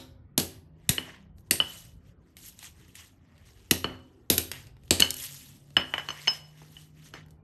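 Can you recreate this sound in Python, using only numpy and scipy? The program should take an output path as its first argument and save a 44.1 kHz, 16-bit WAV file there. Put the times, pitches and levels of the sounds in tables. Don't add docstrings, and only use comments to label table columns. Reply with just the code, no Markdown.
import sys
import numpy as np
from scipy import signal
from scipy.fft import rfft, irfft
from scipy.io import wavfile
from scipy.ndimage import uniform_filter1d

SR = 44100
rng = np.random.default_rng(int(sys.argv[2]) if len(sys.argv) > 2 else 0)


def waveform_to_disk(signal):
    frames = np.transpose(np.atleast_2d(signal))
    scaled = np.clip(frames, -1, 1) * 32767
    samples = np.round(scaled).astype(np.int16)
    wavfile.write(sys.argv[1], SR, samples)


N = 327663
LEAD = SR // 4

# start_s, level_db, thud_db, push_hz,
# struck_spot (0-1 along the casing), brightness (dB per octave), rattle_db
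BLOWS = [(-0.18, -2, -12.5, 185, .4, -0.8, -9.5), (0.3779, -3, -21, 185, 0.44, 1, -19),
         (0.3989, -15, -31, 245, 0.5, 2, -19.5), (0.8916, -1, -21.5, 102.4, 0.46, 0.5, -22),
         (1.383, -51, -60.5, 167.4, .4, -2, -27), (1.407, -53.5, -61.5, 168, .8, 4, -26),
         (1.5098, -1.5, -27, 195, 0.25, 3, -18.5), (2.368, -34.5, -77, 129, .4, -3, -43),
         (2.46, -33.5, -69, 109, .7, 11, -12), (2.4854, -32, -60, 180, 0.84, 14, -27),
         (2.496, -34, -76, 194, 0.75, 17, -25), (2.59, -34.5, -60, 102, 0.9, 2, -22),
         (2.628, -35.5, -72, 132, 0.25, -3.5, -19), (2.6438, -38, -72, 102, 0.13, -7, -35),
         (2.8814, -49, -53.5, 102, 0.1, 7, -8), (2.9537, -33.5, -68, 101, 0.24, 2, -19),
         (3.379, -50.5, -62, 103, .3, -2, -17), (3.7108, -1, -21.5, 195, 0.25, 2.5, -23.5),
         (4.3006, 0, -19.5, 250, 0.36, 3.5, -14.5), (4.3798, -5, -28, 248, 0.36, 1.5, -20.5),
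         (4.5157, -17.5, -55.5, 193, 0.3, -1.5, -23), (4.6688, -41.5, -62.5, 137, .5, -6, -15.5),
         (4.7671, -49, -70.5, 136.2, .35, -8, -20.5), (4.835, -51, -68, 135, .35, -3, -22),
         (4.856, -51.5, -70.5, 135, .8, 10, -21.5), (4.879, -49.5, -69.5, 135, .35, -2.5, -20.5),
         (4.9079, 0, -18.5, 235, 0.94, 1.5, -20.5), (4.998, -15.5, -25.5, 238, 0.4, -3.5, -11),
         (5.0028, 0, -36, 332, 0.68, 4.5, -33), (5.1057, -9.5, -48, 187, 0.63, 6, -41),
         (5.1413, -17.5, -65, 246.8, .8, 9, -34), (5.167, -23, -63, 280, 0.9, 7, -24),
         (5.1887, -31, -53, 270, .65, 5, -27), (5.1993, -20, -62, 261, 0.8, 7, -28),
         (5.7046, -48, -58, 136, 0.84, -3, -21.5), (7.2617, -52, -52.5, 153.7, 0.02, 3.5, -24),
         (7.2836, -56, -57, 156, .1, 0, -16), (7.307, -47, -56, 153.1, 0.73, 4, -22)]
# freq_hz, level_db
CRACK_SPECTRUM = [(250, -16.5), (500, -12), (1100, -11.5), (1880, -4.5), (2900, 0), (4000, -1),
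                  (6500, -4.5), (9500, -1.5), (14000, -7.5)]
# freq_hz, level_db, t60_s
CASING_MODES = [(1910, 0, 0.011), (2826, -6.5, .009), (3850, -6.5, .008), (4430, -12, .006),
                (6630, -4, 0.0055), (8650, -8, 0.0063)]
SPOT_DB = 301.5
CRACK_T60_S = .017
LUMPS_DB, LUMPS_HZ = 3, np.geomspace(700, 12000, num=24)
# start_s, knock_db, knock_hz, thud_db, then level_db of each of four mode families
CLINKS = [(0.981, -20.5, 1900, -36, -21.5, -36, -52, -68.5),
          (1.601, -15.5, 1300, -33, -12.5, -36, -47, -56),
          (3.843, -16, 1320, -27, -23.5, -30.5, -54.5, -66),
          (5.022, -10.5, 1630, -45, -8, -15, -40.5, -29.5), (5.767, -5.5, 1670, -27.5, -9.5, -29, -32, -50),
          (5.938, -14.5, 1960, -39.5, -22.5, -67, -68, -68),
          (5.98, -17.5, 1690, -54, -26.5, -58, -53, -59.5), (5.996, -25, 1550, -55.5, -36, -60.5, -68, -60),
          (6.087, -21, 1106, -41.5, -29.5, -36.5, -53.5, -45.5),
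          (6.104, -25.5, 1140, -56, -30, -43, -53, -42.5),
          (6.273, -18.5, 2260, -42, -25.5, -30.5, -56, -37),
          (6.279, -16.5, 1600, -60, -14.5, -33.5, -22.5, -31.5),
          (6.617, -42.5, 843, -52.5, -74, -78, -72, -62), (6.767, -41.5, 1835, -68, -40.5, -84, -79, -69),
          (7.138, -30, 1583, -43, -42, -48, -57, -54)]
# freq_hz, level_db, t60_s
HEAD_MODES = [
    [(2973, 6.5, 0.029), (3030, -8.5, 0.02), (2980, -31, 0.55)],
    [(4325, 8, .026), (7530, -0.5, 0.0076)],
    [(5190, 6, 0.12)],
    [(6260, 8, .047)],
]
# freq_hz, level_db, t60_s
SLAB_MODES = [(86.7, 1, 0.42), (114, -2.5, 0.13), (182.5, 2, 0.19), (256.7, -4, 0.61), (326, -5.5, 0.48),
              (379.6, -8, 0.53), (436.9, -6.5, 0.26), (544, -16, 0.72)]
HUM_DB = -2.5
HUM_DB_PER_OCTAVE, FULL_HUM_HZ = 7.5, 186
SWEEP, PUSH_TOP = 1.2, 0.48
# freq_hz, t60_s
ROOM_DECAY = [(100, 1), (400, 0.86), (1100, .5), (3000, 0.36), (5000, 0.39), (7000, 0.31), (13000, 0.34)]
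ROOM_DB = -12
# top_s, level_db, rise_s, fall_s,
# brightness (dB per octave)
STROKES = [(0.53, -61, 0.14, 0.11, -0.5), (0.871, -69.5, 0.1616, 0.12, -1), (1.08, -53.5, 0.14, 0.19, -4.5),
           (1.39, -78, 0.035, 0.051, 12.5), (1.47, -74, 0.049, 0.068, 3.5), (1.74, -48, 0.21, 0.21, 4),
           (2.082, -67.5, 0.099, .08, 0), (2.374, -56.5, .004, 0.39, 4.5), (2.3, -75, 0.19, 0.13, 0.5),
           (2.484, -51, 0.11, 0.048, 7.5), (2.592, -56, .004, .15, 1), (2.65, -47, 0.079, 0.09, 3),
           (2.8, -62.5, 0.13, 0.36, 1), (2.965, -49, 0.026, 0.18, 2), (3.33, -71.5, 0.24, 0.37, -5),
           (3.459, -62, .01, 0.14, 2.5), (3.6, -65.5, 0.43, 1, 1.5), (3.9, -59.5, 0.026, .1, -12),
           (4.03, -86, 0.061, .08, -2), (4.535, -48, 0.014, 0.16, -1.5), (4.584, -61, 0.034, 0.13, 6.5),
           (4.86, -69, .12, 0.18, 2.5), (5.244, -40, 0.14, 0.067, 6), (5.32, -48, 0.3, 0.35, 4.5),
           (5.8, -50.5, .015, .04, 1), (5.88, -60.5, 0.29, 0.86, 4.5), (5.983, -47, .012, 0.018, -4),
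           (6.25, -50.5, 0.51, 0.11, 0.5), (6.35, -47, 0.19, 0.09, 1.5), (6.47, -66.5, .1, .2, 1.5),
           (6.599, -61, .14, .25, 0.5), (6.8, -58.5, 0.27, 0.15, 3.5), (6.985, -62.5, 0.066, 0.083, 0.5),
           (7.066, -55.5, 0.084, 0.091, 1.5), (7.152, -53, 0.028, 0.11, -5)]
STROKE_DB, STROKE_BEND = 25.5, 1.53
# freq_hz, level_db
GRIT_SPECTRUM = [(250, -19.5), (500, -10), (1000, -4), (1500, -4), (1880, 0.5), (2350, -3), (2950, 1.5),
                 (3700, -3), (4700, -5), (6200, -4.5), (7500, -7.5), (9500, -7.5), (14000, -14)]
GRAINS_PER_S, GRAIN_DB = 1100, -5
# centre_hz, width_octaves, level_db,
# lost_db (per dB per octave of brightness)
HOLLOW_HUM = (2050, 0.35, 4.7, 2.5)
# time_s, pitch_hz, level_db
ENGINE_PARTIALS = [
    [(0, 137, -65.5), (.8, 158.3, -57.5), (1.4, 162, -62), (2.7, 177, -71.5)],
    [(1.0, 195.6, -56), (1.3, 194.6, -64.5), (1.6, 195, -71.5)],
    [(2.6, 83.1, -74), (2.8, 83.2, -59), (3.3, 83, -70), (3.6, 87.3, -65), (4.3, 90.8, -75.5)],
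    [(4.5, 133.2, -55), (5.27, 138.3, -59.5), (5.9, 144.8, -54), (6.5, 151.7, -52.5), (7.43, 155.4, -57.5)],
]
# freq_hz, level_db
RUMBLE_SPECTRUM = [(15, -33.5), (30, -14.5), (60, -7), (90, -5), (195, -15.5), (260, -16.5), (440, -26.5),
                   (1000, -35), (2000, -44), (4000, -57), (9000, -73.5)]
RUMBLE_DB = -56.5
# freq_hz, level_db
MIC_RESPONSE = [(8500, -0.8), (9800, -6.5), (10250, -25), (10700, -3.5), (11700, 5.5), (12900, -7),
                (13400, -29), (14300, -40)]
LOW_CUT_HZ, EDGE_HZ = 40, 14300
QUIET_DB, QUIET_FROM_HZ = -108, 1500
CEILING = .75


def blow(db, thud_db, push_hz, spot, slope_db, rattle_db):
    t = np.arange(SR // 2) / SR
    noise, lumps, boom = rng.standard_normal((3, len(t)))
    strikes = rng.standard_normal(len(SLAB_MODES))

    uneven = gain_of(1.2 * evened(uniform_filter1d(lumps, size=40)))
    snap = gain_of(-60 * t / CRACK_T60_S)
    rattle = gain_of(rattle_db + 2.5 - 60 * t / 0.26)
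    shape = np.minimum(t / 0.00051, 1) * (snap + rattle)
    lump_levels = LUMPS_DB * rng.standard_normal(len(LUMPS_HZ))
    lump_spectrum = list(zip(LUMPS_HZ, lump_levels))
    plastic = tinted(noise * uneven, CRACK_SPECTRUM, slope_db)
    crack = evened(tinted(plastic, lump_spectrum)) * shape / 2

    shudder = evened(tinted(lumps, CRACK_SPECTRUM, slope_db - 2.0))
    shudder = shudder * gain_of(rattle_db - 9.5 - 60 * t / 0.18) * np.minimum(t / 0.0036, 1)

    tick = evened(tinted(noise, CRACK_SPECTRUM, slope_db + 4))
    tick = tick * gain_of(-10.5 - 60 * abs(t - .0012) / 0.00093)

    casing = np.zeros(len(t))
    places = np.linspace(0.1, .9, len(CASING_MODES))
    for (hz, level_db, t60), place in zip(CASING_MODES, places):
        casing += ring(t, hz, level_db - SPOT_DB * (spot - place) ** 2, t60)
    casing = casing * np.minimum(t / .0008, 1)

    sharp = gain_of(db) * (tick + crack + casing + shudder)
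    depth_octaves = np.log2(min(push_hz / FULL_HUM_HZ, 1))
    hum_db = thud_db + HUM_DB + HUM_DB_PER_OCTAVE * depth_octaves
    return sharp, thud(t, thud_db, push_hz, hum_db, strikes, boom)


def clink(db, knock_hz, thud_db, *families_db):
    t = np.arange(SR // 2) / SR
    noise, boom = rng.standard_normal((2, len(t)))
    strikes = rng.standard_normal(len(SLAB_MODES))

    steel = np.zeros(len(t))
    for modes, family_db in zip(HEAD_MODES, families_db):
        for mode in modes:
            steel += gain_of(family_db) * ring(t, *mode)

    stone = evened(signal.lfilter(*signal.butter(3, [500, 2600], "band", fs=SR), noise))
    chatter = gain_of(-60 * t / 0.012) + gain_of(-10.5 - 60 * t / 0.15)
    stone = gain_of(db - 8.0) * stone * chatter
    knock = ring(t, knock_hz, db + 4, .009)
    tick = evened(np.diff(noise, prepend=0)) * gain_of(db - 19.5 - 60 * t / 0.019)

    rise = np.sin(np.pi / 2 * np.minimum(t / 0.0013, 1)) ** 2
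    sharp = (steel + stone + knock + tick) * rise
    return sharp, thud(t, thud_db, 240, thud_db - 1.5, strikes, boom)


def thud(t, push_db, push_hz, hum_db, strikes, noise):
    late = np.maximum(t - .0032, 0)
    turns = push_hz * late + SWEEP * 0.38 * (1 - np.exp(-late * push_hz / 0.19))
    swell = late * push_hz / PUSH_TOP
    push = gain_of(push_db + 6) * swell * np.exp((1 - swell ** 2) / 2) * np.sin(2 * np.pi * turns)

    modes = sum(gain_of(1.3 * z) * ring(late, *mode) for mode, z in zip(SLAB_MODES, strikes))
    blur = evened(signal.lfilter(*signal.butter(2, [70, 520], "band", fs=SR), noise))
    blur = blur * gain_of(4.5 - 60 * late / 0.25)
    onset = 1 - np.exp(-late / 0.00067)
    return push + gain_of(hum_db - 10.5) * (modes + blur) * onset


def room_tail():
    taps = rng.standard_normal(SR // 2) * (rng.random(SR // 2) < .1)
    hz, t, z = signal.stft(taps, SR, nperseg=256)
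    decay = gain_of(-60 * t / read(ROOM_DECAY, hz)[:, None])
    tail = signal.istft(z * decay, SR, nperseg=256)[1]
    tail = tail * np.clip(np.arange(len(tail)) / SR / 0.0038 - .5, 0, 1)
    return tail / np.linalg.norm(tail)


def impacts():
    out = np.zeros(LEAD + N + SR)
    tails = [room_tail() for _ in range(4)]
    rows = [(blow, row) for row in BLOWS] + [(clink, row) for row in CLINKS]
    for k, (source, (start_s, *settings)) in enumerate(rows):
        sharp, low = source(*settings)
        at = LEAD + round(start_s * SR)
        echo = gain_of(ROOM_DB) * signal.fftconvolve(sharp, tails[k % 4])
        out[at:at + len(sharp)] += sharp + low
        out[at:at + len(echo)] += echo[:len(out) - at]
    return out[LEAD:LEAD + N]


def rubbing():
    sizes = gain_of(4.9 * np.minimum(rng.exponential(1, N), 4))
    snaps = sizes * (rng.random(N) < GRAINS_PER_S / SR)
    grains = evened(snaps * rng.choice([-1., 1.], N))
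    drive = rng.standard_normal(N) + gain_of(GRAIN_DB) * grains
    hz, t, z = signal.stft(evened(tinted(drive, GRIT_SPECTRUM)), SR, nperseg=256)
    patches = patchy(z.shape, 7, 6)

    hum_hz, octaves, hum_db, lost_db = HOLLOW_HUM
    hum = np.exp(-(np.log2((hz[:, None] + 1) / hum_hz) / octaves) ** 2)
    power = np.zeros(z.shape)
    for top_s, db, rise_s, fall_s, slope_db in STROKES:
        away = abs(t - top_s) / np.where(t < top_s, rise_s, fall_s)
        tilt_db = slope_db * np.log2((hz[:, None] + 200) / 4000)
        colour_db = tilt_db + hum * max(hum_db - lost_db * max(slope_db, 0), 0)
        power += gain_of(db - STROKE_DB * away ** STROKE_BEND + colour_db) ** 2
    return signal.istft(z * np.sqrt(power) * gain_of(2.6 * patches), SR, nperseg=256)[1][:N]


def engine():
    t, out = np.arange(N) / SR, np.zeros(N)
    for rows in ENGINE_PARTIALS:
        s, hz, db = np.transpose(rows)
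        slow = uniform_filter1d(rng.standard_normal(N), size=2500)
        waver = evened(uniform_filter1d(slow, size=2500))
        fade = np.clip(np.minimum(t - s[0], s[-1] + 0.46 - t) / 0.053, 0, 1)
        level = gain_of(np.interp(t, s, db) + 2.5 + 2.0 * waver)
        turns = np.cumsum(np.interp(t, s, hz)) / SR
        out += fade * level * np.sin(2 * np.pi * turns)
    return out


def rumble():
    noise = evened(tinted(rng.standard_normal(N), RUMBLE_SPECTRUM))
    hz, t, z = signal.stft(noise, SR, nperseg=2048)
    patches = patchy(z.shape, 8, 8)
    return gain_of(RUMBLE_DB) * signal.istft(z * gain_of(3.0 * patches), SR, nperseg=2048)[1][:N]


def patchy(shape, bins, frames):
    smooth = uniform_filter1d(rng.standard_normal(shape), size=bins, axis=0)
    return evened(uniform_filter1d(smooth, size=frames, axis=1))


def ring(t, hz, db, t60):
    return gain_of(db - 60 * t / max(t60, .004)) * np.sin(2 * np.pi * hz * t)


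def tinted(x, points, slope_db=0):
    hz = np.fft.rfftfreq(len(x), 1 / SR)
    colour_db = read(points, hz) + slope_db * np.log2((hz + 200) / 3000)
    return irfft(rfft(x) * gain_of(colour_db), len(x))


def read(points, hz):
    f, value = np.transpose(points)
    return np.interp(np.log(hz + 1), np.log(f + 1), value)


def evened(x):
    return x / np.sqrt(np.mean(x ** 2) + 1e-20)


def gain_of(db):
    return 10 ** (np.asarray(db) / 20)


def suppressed(x):
    hz, t, z = signal.stft(x, SR, nperseg=512)
    power = uniform_filter1d(uniform_filter1d(abs(z) ** 2, size=5, axis=1), size=3, axis=2)
    keep = np.where(hz[:, None] > QUIET_FROM_HZ, power / (power + gain_of(QUIET_DB) ** 2), 1)
    return signal.istft(z * keep, SR, nperseg=512)[1][:, :N]


def scene():
    return (impacts() + rubbing() + engine() + rumble())[None]


def record(dry):
    hz = np.linspace(0, SR / 2, 400)
    mic = signal.firwin2(511, hz, gain_of(read(MIC_RESPONSE, hz)), fs=SR)
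    coloured = signal.oaconvolve(dry, mic[None], "same")
    coloured = signal.lfilter(*signal.butter(2, LOW_CUT_HZ, "high", fs=SR), coloured)
    coloured = suppressed(coloured)
    rounded = coloured / (1 + (coloured / CEILING) ** 4) ** .25
    band_limit = signal.firwin(511, EDGE_HZ, window=("kaiser", 9), fs=SR)
    return signal.oaconvolve(rounded, band_limit[None], "same")


dry = scene()
out = record(dry)
waveform_to_disk(out)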